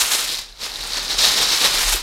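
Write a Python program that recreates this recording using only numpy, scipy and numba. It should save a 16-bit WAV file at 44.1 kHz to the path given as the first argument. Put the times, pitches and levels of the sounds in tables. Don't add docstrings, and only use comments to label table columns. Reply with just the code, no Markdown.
import sys
import numpy as np
from scipy import signal
from scipy.fft import rfft, irfft
from scipy.io import wavfile
from scipy.ndimage import map_coordinates
from numba import njit

SR = 44100
rng = np.random.default_rng(int(sys.argv[2]) if len(sys.argv) > 2 else 0)


def bounce(signal):
    frames = np.transpose(np.atleast_2d(signal))
    limited = np.clip(frames, -1, 1)
    pcm = np.round(limited * 32767).astype(np.int16)
    wavfile.write(sys.argv[1], SR, pcm)


def linear_from_db(decibels):
    return 10 ** (np.asarray(decibels, float) / 20)


N = 89126

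# (time [s], effort [dB], open paper against paper in the bag [dB],
# rubbing on the bag walls [dB])
HANDS = [(0.0, -23.5, 4, -10), (0.1, -29.5, 1, -6.5), (0.12, -20, 2, -6.5), (0.24, -25.5, -5, -9),
         (0.34, -24.5, -12.5, -14), (0.54, -49, -20, -6), (0.65, -23.5, -13.5, -9.5),
         (0.71, -32.5, -12, -6.5), (1.18, -23, -19, -8.5), (1.19, -16.5, -24, -14.5),
         (1.25, -11, -20, -11.5), (1.29, -17, -12.5, -9), (1.52, -18, -17, -10), (1.59, -21, -8, -8),
         (1.66, -14, -9, -6), (1.69, -19.5, -10.5, -8), (1.95, -23.5, 1.5, -8), (2.02, -33, -13, -7)]
# (time [s], length [s], extra level [dB])
SQUEEZES = [(.02, 0.041, 1.5), (0.229, 0.014, 2.5), (0.31, 0.043, 2), (0.352, 0.029, 2.5),
            (0.392, 0.012, 6), (0.626, 0.024, -2.5), (0.835, 0.016, 2), (0.858, 0.013, 1.5),
            (0.946, 0.023, 3.5), (0.979, 0.021, 4.5), (1.113, 0.022, 3.5), (1.191, 0.018, 3.5),
            (1.377, 0.017, 2.5), (1.433, 0.016, 1.5), (1.54, 0.043, 3), (1.769, 0.047, 3.5),
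            (1.832, 0.019, -0.5), (1.891, 0.021, 4), (1.936, 0.014, -1), (0.127, 0.027, 1),
            (0.167, 0.023, -4), (0.47, .04, -2.5), (.575, .025, -4), (0.618, 0.022, 4.5),
            (1.215, 0.013, 1.5), (1.275, .015, 1.5), (1.162, 0.013, -4.5), (1.06, 0.027, -1.5),
            (1.468, 0.023, -1), (1.645, 0.06, 1.5)]
# (frequency [Hz], density [dB])
BAG_PAPER = [(70, -18), (130, -11), (600, -12.5), (2000, -8.5), (2900, -9), (3850, -0.5), (5200, -3.5),
             (16000, -32)]
# (frequency [Hz], density [dB])
OPEN_PAPER = [(90, -26.5), (250, -16), (900, -9), (3700, -1), (7000, -3.5), (10200, -6.5), (13500, -11.5),
              (16000, -22)]
# (time [s], level [dB])
WOBBLE = [
    (0.0, -34),
    (0.04, -32),
    (0.1, -59),
    (0.3, -47),
    (0.78, -42),
    (0.8, -36.5),
    (1.64, -45.5),
    (1.97, -27),
    (2.02, -28.5),
]
# (frequency [Hz], density [dB])
ROOM_AIR = [(70, 9), (120, 2.5), (400, 0), (700, 1), (2500, -12), (3900, -22), (8000, -15), (16000, -34)]
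# (time [s], peak level [dB], pitch [Hz])
SNAPS = [(0.0494, -10, 3800), (0.1357, -3, 3820), (0.2914, -5, 3900), (0.3446, -8, 3960),
         (0.4016, -15, 4800), (0.4323, -21, 3600), (0.5256, -25, 4120), (0.5735, -27, 4030),
         (0.6483, -18, 4440), (0.7184, -12, 4250), (0.739, -19, 3630), (0.7583, -8, 3910),
         (0.788, -16.5, 4000), (0.7974, -26, 4000), (0.8245, -12, 4290), (0.8304, -8.5, 4150),
         (0.9044, -12, 4050), (0.9214, -18, 3960), (0.9346, -5, 4350), (0.942, -17, 3980),
         (0.9602, -10, 3920), (1.0805, -10, 4900), (1.1064, -6, 3850), (1.1342, -11, 3980),
         (1.252, 4, 3860), (1.6578, -4, 3770), (1.8996, -8, 3530)]
# (time [s], peak level [dB], pitch [Hz])
TICKS = [(.1755, -16, 14000), (.1845, -15, 10500), (.3944, -24, 9000), (.534, -40, 11500),
         (.7397, -29, 8000), (.8734, -15, 8800), (.9625, -22, 11500), (.9834, -22, 12000),
         (1.2874, -16, 9500), (1.3295, -12, 11000), (1.3774, -14, 10000), (1.5664, -18, 14000),
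         (1.5974, -15, 11500), (1.9217, -12, 13000), (1.9595, -7, 12000), (1.9735, -14, 13000),
         (2.0024, -20, 9200)]
# (time [s], peak level [dB], pitch
# [Hz])
BUMPS = [(0.79, -44, 124.2), (1.4, -24, 430), (1.4, -36, 130), (1.63, -32, 154), (1.645, -22, 529.2),
         (1.64, -22, 1296), (1.2, -22, 1750), (1.945, -24.5, 360), (1.76, -31, 30), (1.84, -30, 36),
         (1.925, -24.5, 39.2)]

CREASES_PER_S, CREASE_CYCLES = 7000, 3.48
CREASE_SPREAD_DB, CREASE_TOP_DB = 2.5, 8.5
CREASE_LOW_HZ, CREASE_OCTAVES = 320, 5.32
FLURRY_DB, FLURRY_PER_S, HISS_DB = 0.86, 110, -3
FLAP_DB, FLAP_PER_S = 2, 60
SHEET_DB, OPEN_DB = -0.5, 3.5
BAG_SHADE = 0.64
WALL_HZ, WALL_DB = 2230, 9
WOBBLE_HZ, WOBBLE_WIDTH_HZ = 35.8, 14.6
AIR_DB = -55
SNAP_CYCLES, SNAP_DB = 11.3, -5.5
TICK_CYCLES, TICK_DB = 19, -5
BUMP_CYCLES, BUMP_DB = 9.4, -2.5
ROOM_T60_S, ROOM_DB, ROOM_DULL_HZ = 0.42, -13, 5070
EARLY_S, EARLY_DB = 0.0022, -18.5
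CEILING, TOP_HZ = 0.77, 15800


def level(x, db):
    return x * linear_from_db(db) / np.sqrt(np.mean(x ** 2))


def curve(table, axis):
    table = np.array(table, float)
    return np.interp(np.arange(N) / SR, table[:, 0], table[:, axis])


def colour(x, points):
    points, size = np.array(points, float), 4096
    hz = np.maximum(np.arange(size // 2 + 1) * SR / size, 1)
    db = np.interp(np.log(hz), np.log(points[:, 0]), points[:, 1])
    cepstrum = irfft(db * np.log(10) / 20)
    cepstrum[1:size // 2] *= 2
    cepstrum[size // 2 + 1:] = 0
    impulse = irfft(np.exp(rfft(cepstrum)))[:size // 2]
    return signal.fftconvolve(x, impulse)[:N]


def whiten(x):
    hz, power = signal.welch(x, SR, nperseg=256)
    return colour(x, np.c_[hz[1:], -10 * np.log10(power[1:])])


def band(x, hz, width_hz):
    return signal.lfilter(*signal.iirpeak(hz, hz / width_hz, fs=SR), x)


def walk(rate):
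    steps = rng.standard_normal(2000)
    path = map_coordinates(steps, [np.arange(N) / SR * rate], order=1)
    return path / path.std()


@njit
def grains(n, start, turn, cycles, size):
    out = np.zeros(n)
    for k in range(len(start)):
        fade = 7 * turn[k] / (2 * np.pi * cycles[k])
        spin = np.exp(1j * turn[k] - fade)
        z = size[k] * fade * np.e + 0j
        first = int(start[k])
        for i in range(first, min(n, first + int(10 / fade) + 2)):
            z *= spin
            out[i] += (i - first + 1) * z.imag
    return out


def crease_clicks():
    chance = rng.random((30000, 3))
    start = np.cumsum(-np.log(1 - chance[:, 0])) / CREASES_PER_S * SR
    start, chance = start[start < N], chance[start < N]
    hz = CREASE_LOW_HZ * 2 ** (CREASE_OCTAVES * np.sqrt(chance[:, 1]))
    hz = np.minimum(hz, 0.4 * SR)
    db = np.minimum(-CREASE_SPREAD_DB * np.log(1 - chance[:, 2]), CREASE_TOP_DB)
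    sign = np.where(np.arange(len(hz)) % 2, 1, -1)
    clicks = grains(N, start, 2 * np.pi * hz / SR, CREASE_CYCLES + 0 * hz, linear_from_db(db) * sign)
    return whiten(clicks)


def hand_effort():
    t = np.arange(N) / SR
    db = curve(HANDS, axis=1) + SHEET_DB
    for at, length, extra_db in SQUEEZES:
        db = db + extra_db * np.exp(-((t - at) / length) ** 2 * 2)
    return linear_from_db(db)


def crumpled_paper():
    clicks = level(crease_clicks(), 0)
    hiss = level(rng.standard_normal(N), HISS_DB)
    sheet = (clicks + hiss) * linear_from_db(FLURRY_DB * walk(FLURRY_PER_S))
    open_gain = linear_from_db(curve(HANDS, axis=2) + OPEN_DB)
    bag_gain = np.clip(1 - BAG_SHADE * open_gain, 0, 1)
    in_bag = level(colour(sheet, BAG_PAPER), 0)
    in_open = level(colour(sheet, OPEN_PAPER) * linear_from_db(FLAP_DB * walk(FLAP_PER_S)), 0)
    paper = bag_gain * in_bag + open_gain * in_open
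    walls = signal.sosfiltfilt(signal.butter(2, WALL_HZ, fs=SR, output="sos"), paper)
    wall_gain = linear_from_db(curve(HANDS, axis=3) + WALL_DB) - 1
    return hand_effort() * (paper + wall_gain * walls)


def wobble():
    sway = rng.standard_normal(N)
    for width_hz in (WOBBLE_WIDTH_HZ, WOBBLE_WIDTH_HZ, 2 * WOBBLE_WIDTH_HZ):
        sway = band(sway, WOBBLE_HZ, width_hz)
    return level(sway, 0) * linear_from_db(curve(WOBBLE, axis=1))


def room_air():
    return level(colour(rng.standard_normal(N), ROOM_AIR), AIR_DB)


def rings(table, cycles, trim_db):
    at, db, hz = np.array(table, float).T
    return grains(N, at * SR, 2 * np.pi * hz / SR, cycles + 0 * hz, linear_from_db(db + trim_db))


def snaps():
    return rings(SNAPS, SNAP_CYCLES, SNAP_DB)


def ticks():
    return rings(TICKS, TICK_CYCLES, TICK_DB)


def bumps():
    return rings(BUMPS, BUMP_CYCLES, BUMP_DB)


def room(x):
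    t = np.arange(SR // 2) / SR
    early = rng.standard_normal(len(t)) * np.exp(-t / EARLY_S)
    tail = rng.standard_normal(len(t)) * linear_from_db(-60 * t / ROOM_T60_S)
    tail = tail * np.minimum(t / 0.011, 1)
    tail = signal.sosfilt(signal.butter(1, ROOM_DULL_HZ, fs=SR, output="sos"), tail)
    echo = linear_from_db(EARLY_DB) * early / np.linalg.norm(early) + linear_from_db(ROOM_DB) * tail / np.linalg.norm(tail)
    echo = signal.sosfilt(signal.butter(1, 500, "high", fs=SR, output="sos"), echo)
    return x + signal.fftconvolve(x, echo)[:N]


def scene():
    air = room_air()
    handling = crumpled_paper() + (snaps() + ticks() + bumps())
    return (room(handling) + air + wobble())[None]


def roll_off(x):
    return signal.sosfilt(signal.butter(12, 16500, fs=SR, output="sos"), x)


def record(dry):
    heard = CEILING * np.tanh(dry / CEILING)
    heard = signal.sosfilt(signal.ellip(10, 0.2, 62, TOP_HZ, fs=SR, output="sos"), heard)
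    return roll_off(heard)


dry = scene()
out = record(dry)
bounce(out)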